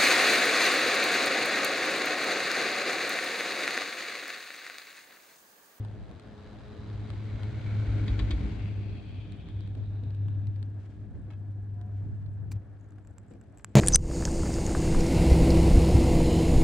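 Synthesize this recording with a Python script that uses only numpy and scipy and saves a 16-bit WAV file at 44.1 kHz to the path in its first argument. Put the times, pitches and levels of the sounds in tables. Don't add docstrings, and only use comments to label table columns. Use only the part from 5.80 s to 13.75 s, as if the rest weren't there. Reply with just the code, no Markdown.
import sys
import numpy as np
from scipy import signal
from scipy.fft import rfft, irfft, next_fast_len
from scipy.io import wavfile
from scipy.ndimage import uniform_filter1d

SR = 44100
rng = np.random.default_rng(int(sys.argv[2]) if len(sys.argv) > 2 else 0)


def wrap_up_sound(samples):
    columns = np.atleast_2d(samples).T
    tamed = np.clip(columns, -1, 1)
    steps = np.round(tamed * 32767).astype(np.int16)
    wavfile.write(sys.argv[1], SR, steps)


N = 350768
TIME = np.arange(N) / SR


def from_db(db):
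    return np.exp(np.asarray(db) * (np.log(10) / 20))


def rms_one(x):
    return x / np.sqrt(np.mean(x ** 2) + 1e-20)


def at_hz(spectrum, hz):
    frequencies, levels = np.transpose(spectrum)
    return np.interp(np.log(hz + 1), np.log(frequencies), levels)


def butter(order, hz, kind="low"):
    return signal.butter(order, hz, kind, fs=SR, output="sos")


def pan(db):
    return from_db(np.array([[.5], [-.5]]) * db)


def arrive(x, lead_ms):
    size = next_fast_len(N + 100, real=True)
    phase = np.pi * np.fft.rfftfreq(size, 1000 / SR) * lead_ms * np.array([[1], [-1]])
    return irfft(rfft(x, size) * np.exp(1j * phase), size)[:, :N]


def drift(rate_hz):
    hz = np.fft.rfftfreq(N // 32, 32 / SR)
    slow = irfft(rfft(rng.standard_normal(N // 32)) / (1 + (hz / rate_hz) ** 4))
    return np.interp(np.arange(N), np.linspace(0, N, len(slow)), rms_one(slow))


def strikes(rows):
    impulses = np.zeros(N)
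    for s, db, *_ in rows:
        impulses[int(np.clip(s * SR, 0, N - 1))] += from_db(db)
    return impulses


def swells(rows, attack_share):
    return sum(from_db(db) * np.interp(TIME, [s, s + attack_share * length, s + length], [0, 1, 0])
               for s, length, db in rows)


def bell_curve(centre_s, spread_s):
    return np.exp(-.5 * np.minimum(((TIME - centre_s) / spread_s) ** 2, 40))


def decay(impulses, t60):
    return signal.lfilter([1], [1, -from_db(-60 / (t60 * SR))], impulses + 1e-18)


def ring(force, modes):
    response = 0
    for hz, db, t60 in modes:
        radius, angle = from_db(-60 / (t60 * SR)), 2 * np.pi * hz / SR
        feedback = [1, -2 * radius * np.cos(angle), radius * radius]
        response = response + from_db(db) * signal.lfilter([0, np.sin(angle)], feedback, force + 1e-18)
    return response


def moving_band(x, centre_hz, width_hz):
    carrier = np.exp(2j * np.pi * np.cumsum(centre_hz) / SR)
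    baseband = signal.sosfilt(butter(2, width_hz / 2), x * carrier.conj())
    return rms_one((baseband * carrier).real)


# (frequency [Hz], side against mid [dB])
FIELD_WIDTH = [(60, -2), (250, -16.5), (500, -1.5), (1000, -6.5), (3000, -4), (12000, 2.5)]
# (frequency [Hz], left minus right [dB])
FIELD_BALANCE = [(200, 1), (400, 2.5), (700, 4), (1400, 0.5), (2600, 0.5), (5000, 1.5), (9000, 0)]

def noise(spectrum, side_db=0):
    size = next_fast_len(N, real=True)
    hz = np.fft.rfftfreq(size, 1 / SR)
    mid, side = rng.standard_normal((2, 2 * len(hz))).view(complex) * from_db(at_hz(spectrum, hz))
    side = side * from_db(at_hz(FIELD_WIDTH, hz) + side_db)
    ports = np.array([mid + side, mid - side]) * pan(at_hz(FIELD_BALANCE, hz))
    return rms_one(irfft(ports)[:, :N])


def tones(partials, waver_rad):
    return sum(from_db(db) * np.sin(2 * np.pi * hz * TIME + waver_rad * drift(6.4))
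               for hz, db in partials)


# (frequency [Hz], relative density [dB])
AIR_SPECTRUM = [(25, -15.5), (60, -0.5), (200, 17.5), (420, 6), (700, 6), (1000, -4), (1300, -4.5),
                (1700, -2.5), (2000, -13), (3000, -28.5), (5500, -35), (8300, -37), (10000, -35.5),
                (16000, -49)]

def open_air(start_db, fall_db_per_s):
    return from_db(start_db - fall_db_per_s * TIME + 1.6 * drift(14)) * noise(AIR_SPECTRUM)


# (time [s], relative level [dB])
WIND_PUFFS = [(.23, -36.5), (1.32, -57), (1.9, -37), (2.95, -45), (4.0, -34.5), (4.52, -32), (4.689, -34),
              (5.37, -34), (6.3, -33), (6.47, -32), (6.64, -35)]
# (frequency [Hz], relative density [dB])
PUFF_SPECTRUM = [(25, -26), (55, -3.5), (100, 9.5), (190, -1.5), (330, -33), (700, -40.5), (2000, -88.5)]

def wind(puff_s, gain_db):
    puffs = sum(from_db(db) * bell_curve(s, puff_s / np.sqrt(2)) for s, db in WIND_PUFFS)
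    return from_db(gain_db) * puffs * noise(PUFF_SPECTRUM, side_db=12)


# (start [s], duration [s], level [dB])
SQUEAL_SWELLS = [(5.5, 0.57, -69), (5.92, 0.36, -60)]
# (frequency [Hz], relative level [dB])
SQUEAL_PARTIALS = [(722, 0), (1000, -11)]

def far_squeal():
    return swells(SQUEAL_SWELLS, attack_share=0.27) * tones(SQUEAL_PARTIALS, waver_rad=1.7)


# (time [s], relative level [dB], casing against gap [dB], rattle looseness [0-1])
GLOVE_TICKS = [(7.011, -53, -17, .5), (7.107, -51.5, -16, .5), (7.121, -60, 5, .5), (7.183, -67, 14, 0.6),
               (7.249, -55, -4, .5), (7.273, -45, -14, 0.3), (7.310, -54, -14, .5), (7.383, -38.5, -13, 0),
               (7.483, -56, -16, .5), (7.511, -59, 1, .8), (7.537, -53, -3, .5), (7.613, -46, -7, 0.7),
               (7.685, -72, 7, .5), (7.774, -41, -14, .5), (7.784, -43, -17, .2), (7.792, -49, -14, .5),
               (7.796, -60, 12.5, .8), (7.810, -55, -8, .5), (7.8457, -21.5, -10, 0.02)]
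# (frequency [Hz], relative level [dB], t60 [s])
GAP_MODES = [(4300, -39, .002), (8480, -6, 0.0065), (12300, -17, 0.0013)]
CASING_MODES = [(1500, 6.5, 0.0026), (2300, -8, 0.0051), (4600, -5, 0.00079)]
# (time [s], factor on frequency [ratio])
GAP_CLOSING = [(7.0, 0.79), (7.3, 0.89), (7.85, 0.905)]

def glove_ticks(roughness, slip_s, rattle_t60):
    ticks, age = np.zeros(N), TIME[:SR // 50]
    impulse = signal.unit_impulse(len(age))
    for s, db, casing_db, looseness in GLOVE_TICKS:
        tuning = np.interp(s, *np.transpose(GAP_CLOSING))
        modes = [(hz * tuning, level, t60) for hz, level, t60 in GAP_MODES]
        slip, chatter = rng.standard_normal((2, len(age)))
        snap = impulse + roughness * slip * np.exp(-age / slip_s)
        rattle = impulse + looseness * chatter * from_db(-60 * age / rattle_t60)
        bright = np.diff(ring(snap, modes), prepend=0)
        dull = from_db(casing_db) * ring(rattle / np.linalg.norm(rattle), CASING_MODES)
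        start = int(s * SR)
        ticks[start:start + len(age)] += from_db(db) * (bright - dull)[:N - start]
    return signal.sosfilt(butter(2, [700, 11000], "band"), ticks)


# (start [s], duration [s], level [dB])
GLOVE_DRAGS = [(6.99, 0.11, -82), (7.22, .13, -83), (7.37, 0.083, -83), (7.47, 0.11, -81),
               (7.77, 0.11, -74), (7.88, .12, -78)]

def glove_scrape(width_hz, grain_db):
    centre_hz = GAP_MODES[1][0] * np.interp(TIME, *np.transpose(GAP_CLOSING))
    slips = rng.standard_normal(N) * from_db(grain_db * np.minimum(drift(120), 2))
    return swells(GLOVE_DRAGS, attack_share=0.16) * moving_band(slips, centre_hz, width_hz)


# (time [s], relative level [dB], fold frequency [Hz], fold level [dB], fold t60 [s])
SLEEVE_SLIPS = [(6.713, -43, 4900, -65, .008), (6.7168, -48, 2400, -45, 0.022),
                (6.718, -41, 4650, -40, 0.0038), (6.7188, -43, 9800, -50, 0.014),
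                (6.7246, -49, 7550, -51, 0.0087), (6.7246, -50, 6000, -52, .012),
                (6.7298, -55, 7300, -60, .006)]
# (start [s], duration [s], level [dB])
SLEEVE_RUBS = [(4.98, 0.29, -73), (6.1, 0.46, -80), (6.73, 0.045, -72), (7.5, 0.076, -79),
               (7.86, 0.11, -76)]
# (frequency [Hz], relative density [dB])
SCUFF_SPECTRUM = [(300, 9.5), (1400, 5), (2100, -1), (3100, -12), (4500, -2), (7500, 0), (9900, -9),
                  (11500, -16), (15500, -8)]
CRINKLE_SPECTRUM = [(1500, -25), (4000, -17.5), (6000, -5), (7200, -8.5), (7900, -0.5), (8700, -3.5),
                    (10500, -18.5), (15500, -22.5)]
RUSTLE_SPECTRUM = [(500, 2), (2200, 7), (4200, -2.5), (5400, -6), (8200, -10), (10000, -23), (16000, -37)]

def clothing(scuff_t60, crinkle_grain_db, rustle_grain_db):
    scuff = from_db(-9) * decay(strikes(SLEEVE_SLIPS), scuff_t60) * noise(SCUFF_SPECTRUM, side_db=-6)
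    stirred = decay(strikes([(s, -102) for s, *_ in GLOVE_TICKS]), t60=0.36)
    crinkle_grains = rms_one(from_db(crinkle_grain_db * np.minimum(drift(220), 2)))
    crinkle = (from_db(-90) + stirred) * crinkle_grains * noise(CRINKLE_SPECTRUM, side_db=-1.5)
    rubbing = from_db(-80) + swells(SLEEVE_RUBS, attack_share=0.12)
    rustle = rubbing * rms_one(from_db(rustle_grain_db * drift(45))) * noise(RUSTLE_SPECTRUM)
    folds = sum(ring(strikes([(s, 0)]), [fold]) for s, _, *fold in SLEEVE_SLIPS)
    return scuff + folds + crinkle + rustle


# (time [s], relative level [dB])
BAR_IMPACTS = [(5.5035, -62.5), (5.508, -65), (5.524, -69.5), (5.534, -68)]
# (frequency [Hz], relative level [dB], t60 [s])
TUBE_MODES = [(930, -5, 0.11), (1280, -1, 0.085), (1670, 3, 0.053), (2170, 1, 0.082), (2570, 2, 0.093),
              (3200, -7, 0.13), (3430, -9, .1), (3970, -9, 0.076)]

def safety_bar(contact_db, contact_t60):
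    blows = strikes(BAR_IMPACTS)
    crunch = signal.sosfilt(butter(2, [700, 3300], "band"), rng.standard_normal((2, N)))
    tube = sum(ring(blows, [mode]) * (-1) ** k for k, mode in enumerate(TUBE_MODES))
    return tube * pan(1.5) + from_db(contact_db) * decay(blows, contact_t60) * rms_one(crunch)


# (time [s], level [dB], knock against snap [dB])
JOINT_CLICKS = [(.049, -47, 3), (.313, -53, 0), (.397, -47, -3), (1.303, -42, -3), (1.633, -44, -6),
                (3.522, -48, -6), (3.687, -52, 4), (3.807, -51, -3), (3.875, -51, -3), (3.952, -52, 0),
                (4.237, -55, -6), (4.306, -54, 2), (4.348, -55, -1), (4.484, -55, 6), (4.671, -52, 1),
                (4.761, -55, -6), (4.828, -46, -9), (6.014, -60, 7), (6.462, -58, 2)]
# (frequency [Hz], relative density [dB])
JOINT_SNAP_SPECTRUM = [(300, -17), (1800, -3.5), (2700, -1.5), (3500, -2.5), (4300, 0.5), (5700, -20.5),
                       (7000, -19), (8500, -8.5), (10000, -27.5), (16000, -47.5)]
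JOINT_KNOCK_SPECTRUM = [(300, -11.5), (900, 1.5), (1700, -6.5), (3000, -23.5), (8000, -52.5)]

def chair_joints(t60):
    snaps = decay(strikes(JOINT_CLICKS), t60) * noise(JOINT_SNAP_SPECTRUM, side_db=4)
    dull_blows = strikes([(s, db + knock_db) for s, db, knock_db in JOINT_CLICKS])
    knocks = decay(dull_blows, t60) * noise(JOINT_KNOCK_SPECTRUM)
    return signal.sosfilt(butter(2, 9500), snaps + knocks)


# (time [s], relative level [dB])
SEAT_KNOCKS = [(.308, -54), (1.28, -53.5), (3.97, -48), (4.23, -53.5), (5.35, -52.5), (6.205, -57.5),
               (7.51, -51.5), (7.55, -56), (7.68, -61), (7.88, -57)]
# (frequency [Hz], relative density [dB])
SEAT_SPECTRUM = [(40, -11.5), (100, 2.5), (280, 4), (520, -6.5), (900, -25), (2500, -36.5), (8000, -51),
                 (16000, -73.5)]

def seat_knocks(t60):
    padded = uniform_filter1d(decay(strikes(SEAT_KNOCKS), t60), size=220)
    return from_db(7) * padded * noise(SEAT_SPECTRUM)


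# (start [s], duration [s], level [dB])
CHAIR_LURCHES = [(1.15, 0.54, -52), (2.05, 0.89, -32.5), (3.5, 0.23, -44), (5.0, 0.59, -43.5),
                 (6.1, 0.28, -42.5), (6.55, 0.3, -44)]
# (frequency [Hz], relative density [dB])
RUMBLE_SPECTRUM = [(22, -35.5), (36, -11), (52, 6), (75, 5.5), (118, 4.5), (150, -3.5), (185, -3),
                   (235, -7), (285, -5), (370, -17), (600, -31), (1000, -37.5), (2500, -84.5)]

def chair_rumble(near_db, carried_db):
    shake_db = -36.5 + 0.53 * near_db + 0.28 * (carried_db - carried_db.max())
    shaking = from_db(shake_db) * noise(RUMBLE_SPECTRUM)
    lurching = swells(CHAIR_LURCHES, attack_share=0.68) * noise(RUMBLE_SPECTRUM, side_db=-12.5)
    return (shaking + lurching) * from_db(1.5 * drift(40))


def tower_pass(pass_s, speed_m_per_s, nearest_m, behind_s):
    ahead_m = speed_m_per_s * (pass_s - TIME)
    distance_m = np.hypot(ahead_m, nearest_m)
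    near_db = 20 * np.log10(nearest_m / distance_m)
    shaded_s = np.maximum(TIME - behind_s, 0)
    shade_db = -5.5 * np.minimum(shaded_s / 0.35, 1) - 2.5 * shaded_s
    return near_db, shade_db, ahead_m / distance_m


def going_by(hiss, bearing):
    mid, side = (hiss[0] + hiss[1]) / 2, (hiss[0] - hiss[1]) / 2
    side = side * from_db(np.interp(bearing, [0, 1], [0, -2.5]))
    lean = .5 * bell_curve(centre_s=2.87, spread_s=0.54)
    side = side + lean * signal.sosfiltfilt(butter(2, 2300), mid)
    return np.array([mid + side, mid - side])


# (peak time [s], spread [s], frequency [Hz], glide [Hz/s], bandwidth [Hz], level [dB])
SHEAVE_RESONANCES = [(0.93, 0.45, 4500, -1.5, 1200, -74.5), (2.08, 0.38, 1440, 32, 230, -59),
                     (1.6, 0.9, 4000, 59.5, 260, -70.5), (1.73, 0.4, 2206, 91, 230, -62),
                     (1.16, 0.73, 1100, 2.5, 560, -63), (2.4, 0.31, 2210, 100.5, 410, -61),
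                     (2.85, 0.26, 2530, -2.5, 840, -61), (3.7, 0.49, 3200, -62.5, 140, -91),
                     (3.15, 0.31, 4300, -250, 490, -70), (5.2, 1.1, 1660, 0, 92, -79),
                     (3.4, 0.29, 2520, -170, 348, -65.5), (3.4, 0.33, 3200, 122, 490, -63.5),
                     (3.68, .3, 3530, -100, 550, -69), (4.1, .5, 2600, -1, 750, -75),
                     (4.27, 0.32, 3700, -200, 420, -76)]
# (frequency [Hz], relative density [dB])
LINER_SPECTRUM = [(150, -3), (400, 10), (700, 3.5), (1170, -2), (1600, 0), (2500, -4), (2850, -6),
                  (3200, -5), (3900, -6.5), (4700, -11), (5300, -18.5), (6100, -18), (8400, -24.5),
                  (10000, -37), (16000, -48)]

def sheave_hiss(hiss_db, strand_phase, bearing, grain_db, swish_db):
    rasp_full_hz, rasp_top_hz = 3100, 7000
    slaps = (.5 + .5 * np.cos(strand_phase)) ** 2 - 3 / 8
    ahead = 1.1 * np.maximum(bearing, 0) ** 4 * slaps
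    behind = 0.39 * np.maximum(-bearing, 0) ** 2 * np.cos(2 * strand_phase)
    pulses = ahead + behind
    rolling = noise([(500, 0), (8000, 0)])
    whirr = 0
    for s, spread_s, hz, glide, width_hz, db in SHEAVE_RESONANCES:
        rasp = rms_one(1 + min(hz / rasp_full_hz, 1) * pulses)
        band = moving_band(rolling, hz + glide * (TIME - s), width_hz)
        whirr = whirr + from_db(db) * bell_curve(s, spread_s) * rasp * band
    hiss = noise(LINER_SPECTRUM)
    treble = signal.sosfiltfilt(butter(2, [rasp_full_hz, rasp_top_hz], "band"), hiss)
    hiss = hiss + treble * (rms_one(1 + pulses) - 1)
    grain = from_db(grain_db * drift(98))
    swish = from_db(swish_db * drift(12))
    return grain * (from_db(hiss_db) * hiss + swish * whirr)


# (start [s], duration [s], level [dB])
TOWER_BOOMS = [(0.98, 1.43, -36.5)]
# (frequency [Hz], relative density [dB])
DRONE_SPECTRUM = [(50, -41.5), (82, -3), (104, 2), (130, -14), (220, -51.5), (1000, -88)]

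def frame_drones(chair_db):
    boom_spectrum = [(60, -55), (102, -10.5), (112, -1.5), (135, -17), (220, -52), (1000, -93.5)]
    boom = swells(TOWER_BOOMS, attack_share=0.6) * noise(boom_spectrum, side_db=-9.5)
    return boom + from_db(chair_db) * noise(DRONE_SPECTRUM)


# (harmonic [number], relative level ahead [dB], relative level behind [dB])
STRAND_HARMONICS = [(2, -0.5, 1.5), (3, -7, -2.5), (4, -5.5, -7.5), (5, -14.5, -20.5), (6, -18, -20)]

def rope_overtones(strand_phase, bearing, near_db, shade_db):
    overtones = 0
    for harmonic, ahead_db, behind_db in STRAND_HARMONICS:
        wander = .5 * drift(3) + .1 * drift(20)
        strength = from_db(np.interp(bearing, [0, .5], [behind_db, ahead_db])) * (1 + 0.41 * drift(6.2))
        port_phase = 0.33 * drift(0.52) * np.array([[1], [-1]])
        overtones = overtones + strength * np.sin(harmonic * strand_phase + wander + port_phase)
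    through_air, along_rope = from_db(-46.5 + near_db + 0.49 * shade_db), from_db(-68)
    return (through_air + along_rope) * overtones * pan(1.6)


# (time [s], relative level [dB])
CARRIED_HUM = [(0, -24.5), (.1, -38), (.22, -51), (.6, -70), (.8, -50.5), (1.15, -31.5), (1.85, -31.5),
               (1.97, -24.5), (2.45, -26), (2.68, -42.5), (2.9, -25), (3.1, -30), (3.23, -42.5),
               (3.42, -35), (3.64, -40), (3.76, -30.5), (4.2, -28.5), (4.56, -23.5), (5.0, -33.5),
               (5.15, -44.5), (5.22, -31.5), (5.31, -54), (5.45, -37), (5.68, -32), (6.2, -29.5),
               (6.62, -33), (6.77, -27), (6.81, -44.5), (7.4, -47), (7.5, -62), (7.95, -56)]
# (frequency [Hz], level against the hum [dB])
WHINE_PARTIALS = [(9500, -65.5), (9700, -65)]

def rope_hum(strand_phase, level_db, throb_depth, throb_hz):
    throb = 1 + throb_depth * np.sin(2 * np.pi * throb_hz * TIME + drift(0.94)) + 0.17 * drift(13)
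    fundamental = np.sin(strand_phase + 0.23 * drift(6.6))
    whine = tones(WHINE_PARTIALS, waver_rad=.8)
    return from_db(level_db) * np.sqrt(2) * throb * (fundamental + whine) * pan(1.2)


# (time [s], relative level [dB], left minus right [dB])
GRIP_CLACKS = [(2.280, -34.5, 1.5), (2.3915, -33, 2.5), (2.396, -36.5, 2.5), (2.5075, -31, 1.5),
               (2.511, -35, 1.5)]
# (frequency [Hz], relative level [dB], t60 [s])
GRIP_MODES = [(1090, 5, .08), (1800, 4, .08), (2222, 1, .18), (2550, 1, .1), (3241, 5, .09), (3416, 1, .16),
              (3634, -3, .085), (3843, 5, .13), (3945, 5, .07), (4350, -2, .14), (4590, 1, .08)]
# (frequency [Hz], relative density [dB])
CLACK_SPECTRUM = [(300, -9), (1000, 6.5), (2450, 8), (2880, 4), (3250, 10), (3850, 11.5), (4170, -6),
                  (4500, 7), (5350, -11), (6200, -11), (8000, -14.5), (10000, -25), (16000, -52)]

def grip_clacks(ring_db, contact_t60, tail_db, tail_t60):
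    blows = np.array([strikes([(s, db + side * balance_db) for s, db, balance_db in GRIP_CLACKS])
                      for side in (.5, -.5)])
    envelope = decay(blows, contact_t60) + from_db(tail_db) * decay(blows, tail_t60)
    contact = signal.sosfilt(butter(4, 8500), envelope * noise(CLACK_SPECTRUM))
    ringing = sum(ring(blows * from_db(2 * drift(14)), [mode]) * (-1) ** k
                  for k, mode in enumerate(GRIP_MODES))
    return from_db(-7) * contact + from_db(ring_db) * ringing


# (time [s], relative level [dB])
SHEAVE_PUSHES = [(1.53, -30), (2.07, -22.5), (2.19, -23.5), (2.295, -19.5), (2.405, -19), (2.52, -18.5),
                 (2.63, -24), (2.74, -33.5)]
# (frequency [Hz], relative level [dB], t60 [s])
HANGER_MODES = [(56.1, 0.5, 0.31), (68.6, -14, 0.45), (165, -15, 0.074), (275, -17.5, 0.95),
                (317, -15, 0.72)]

def grip_thuds(push_s):
    push = np.hanning(int(push_s * SR) + 3)
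    force = signal.lfilter(push / push.sum(), [1], strikes(SHEAVE_PUSHES))
    return signal.sosfilt(butter(2, 38, "high"), ring(force, HANGER_MODES)) * pan(.8)


def scene():
    near_db, shade_db, bearing = tower_pass(pass_s=2.35, speed_m_per_s=4.02, nearest_m=2.61,
                                            behind_s=2.65)
    carried_db = np.interp(TIME, *np.transpose(CARRIED_HUM))
    strand_hz = 103.13 + 2.3 * bearing
    strand_phase = 2 * np.pi * np.cumsum(strand_hz) / SR
    hum = rope_hum(strand_phase, carried_db - 5, throb_depth=0.25 * from_db(near_db), throb_hz=7.7)
    hum += rope_overtones(strand_phase, bearing, near_db, shade_db) + frame_drones(chair_db=-55)
    hiss = sheave_hiss(-49.5 + near_db + shade_db, strand_phase, bearing, grain_db=1, swish_db=1.6)
    grip = grip_thuds(push_s=0.0037)
    grip += grip_clacks(ring_db=-23, contact_t60=0.045, tail_db=-23, tail_t60=0.12)
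    squeal = far_squeal()
    chair = chair_rumble(near_db, carried_db) + chair_joints(t60=0.01) + seat_knocks(t60=0.18)
    chair += safety_bar(contact_db=1.5, contact_t60=0.056)
    air = open_air(start_db=-54.5, fall_db_per_s=0.81)
    fabric = clothing(scuff_t60=0.022, crinkle_grain_db=8.5, rustle_grain_db=2)
    glove = glove_ticks(roughness=0.052, slip_s=0.0014, rattle_t60=0.023)
    glove += glove_scrape(width_hz=910, grain_db=6)
    rider = fabric + arrive(glove, lead_ms=-0.023)
    background = air + wind(puff_s=0.072, gain_db=-6.5) + squeal
    return background + rider + chair + going_by(hiss, bearing) + arrive(hum + grip, lead_ms=0.045)


def record(dry):
    thinned = signal.sosfilt(butter(3, 29, "high"), dry)
    return signal.sosfilt(signal.cheby2(12, 70, 16900, fs=SR, output="sos"), thinned)


dry = scene()
out = record(dry)
wrap_up_sound(out)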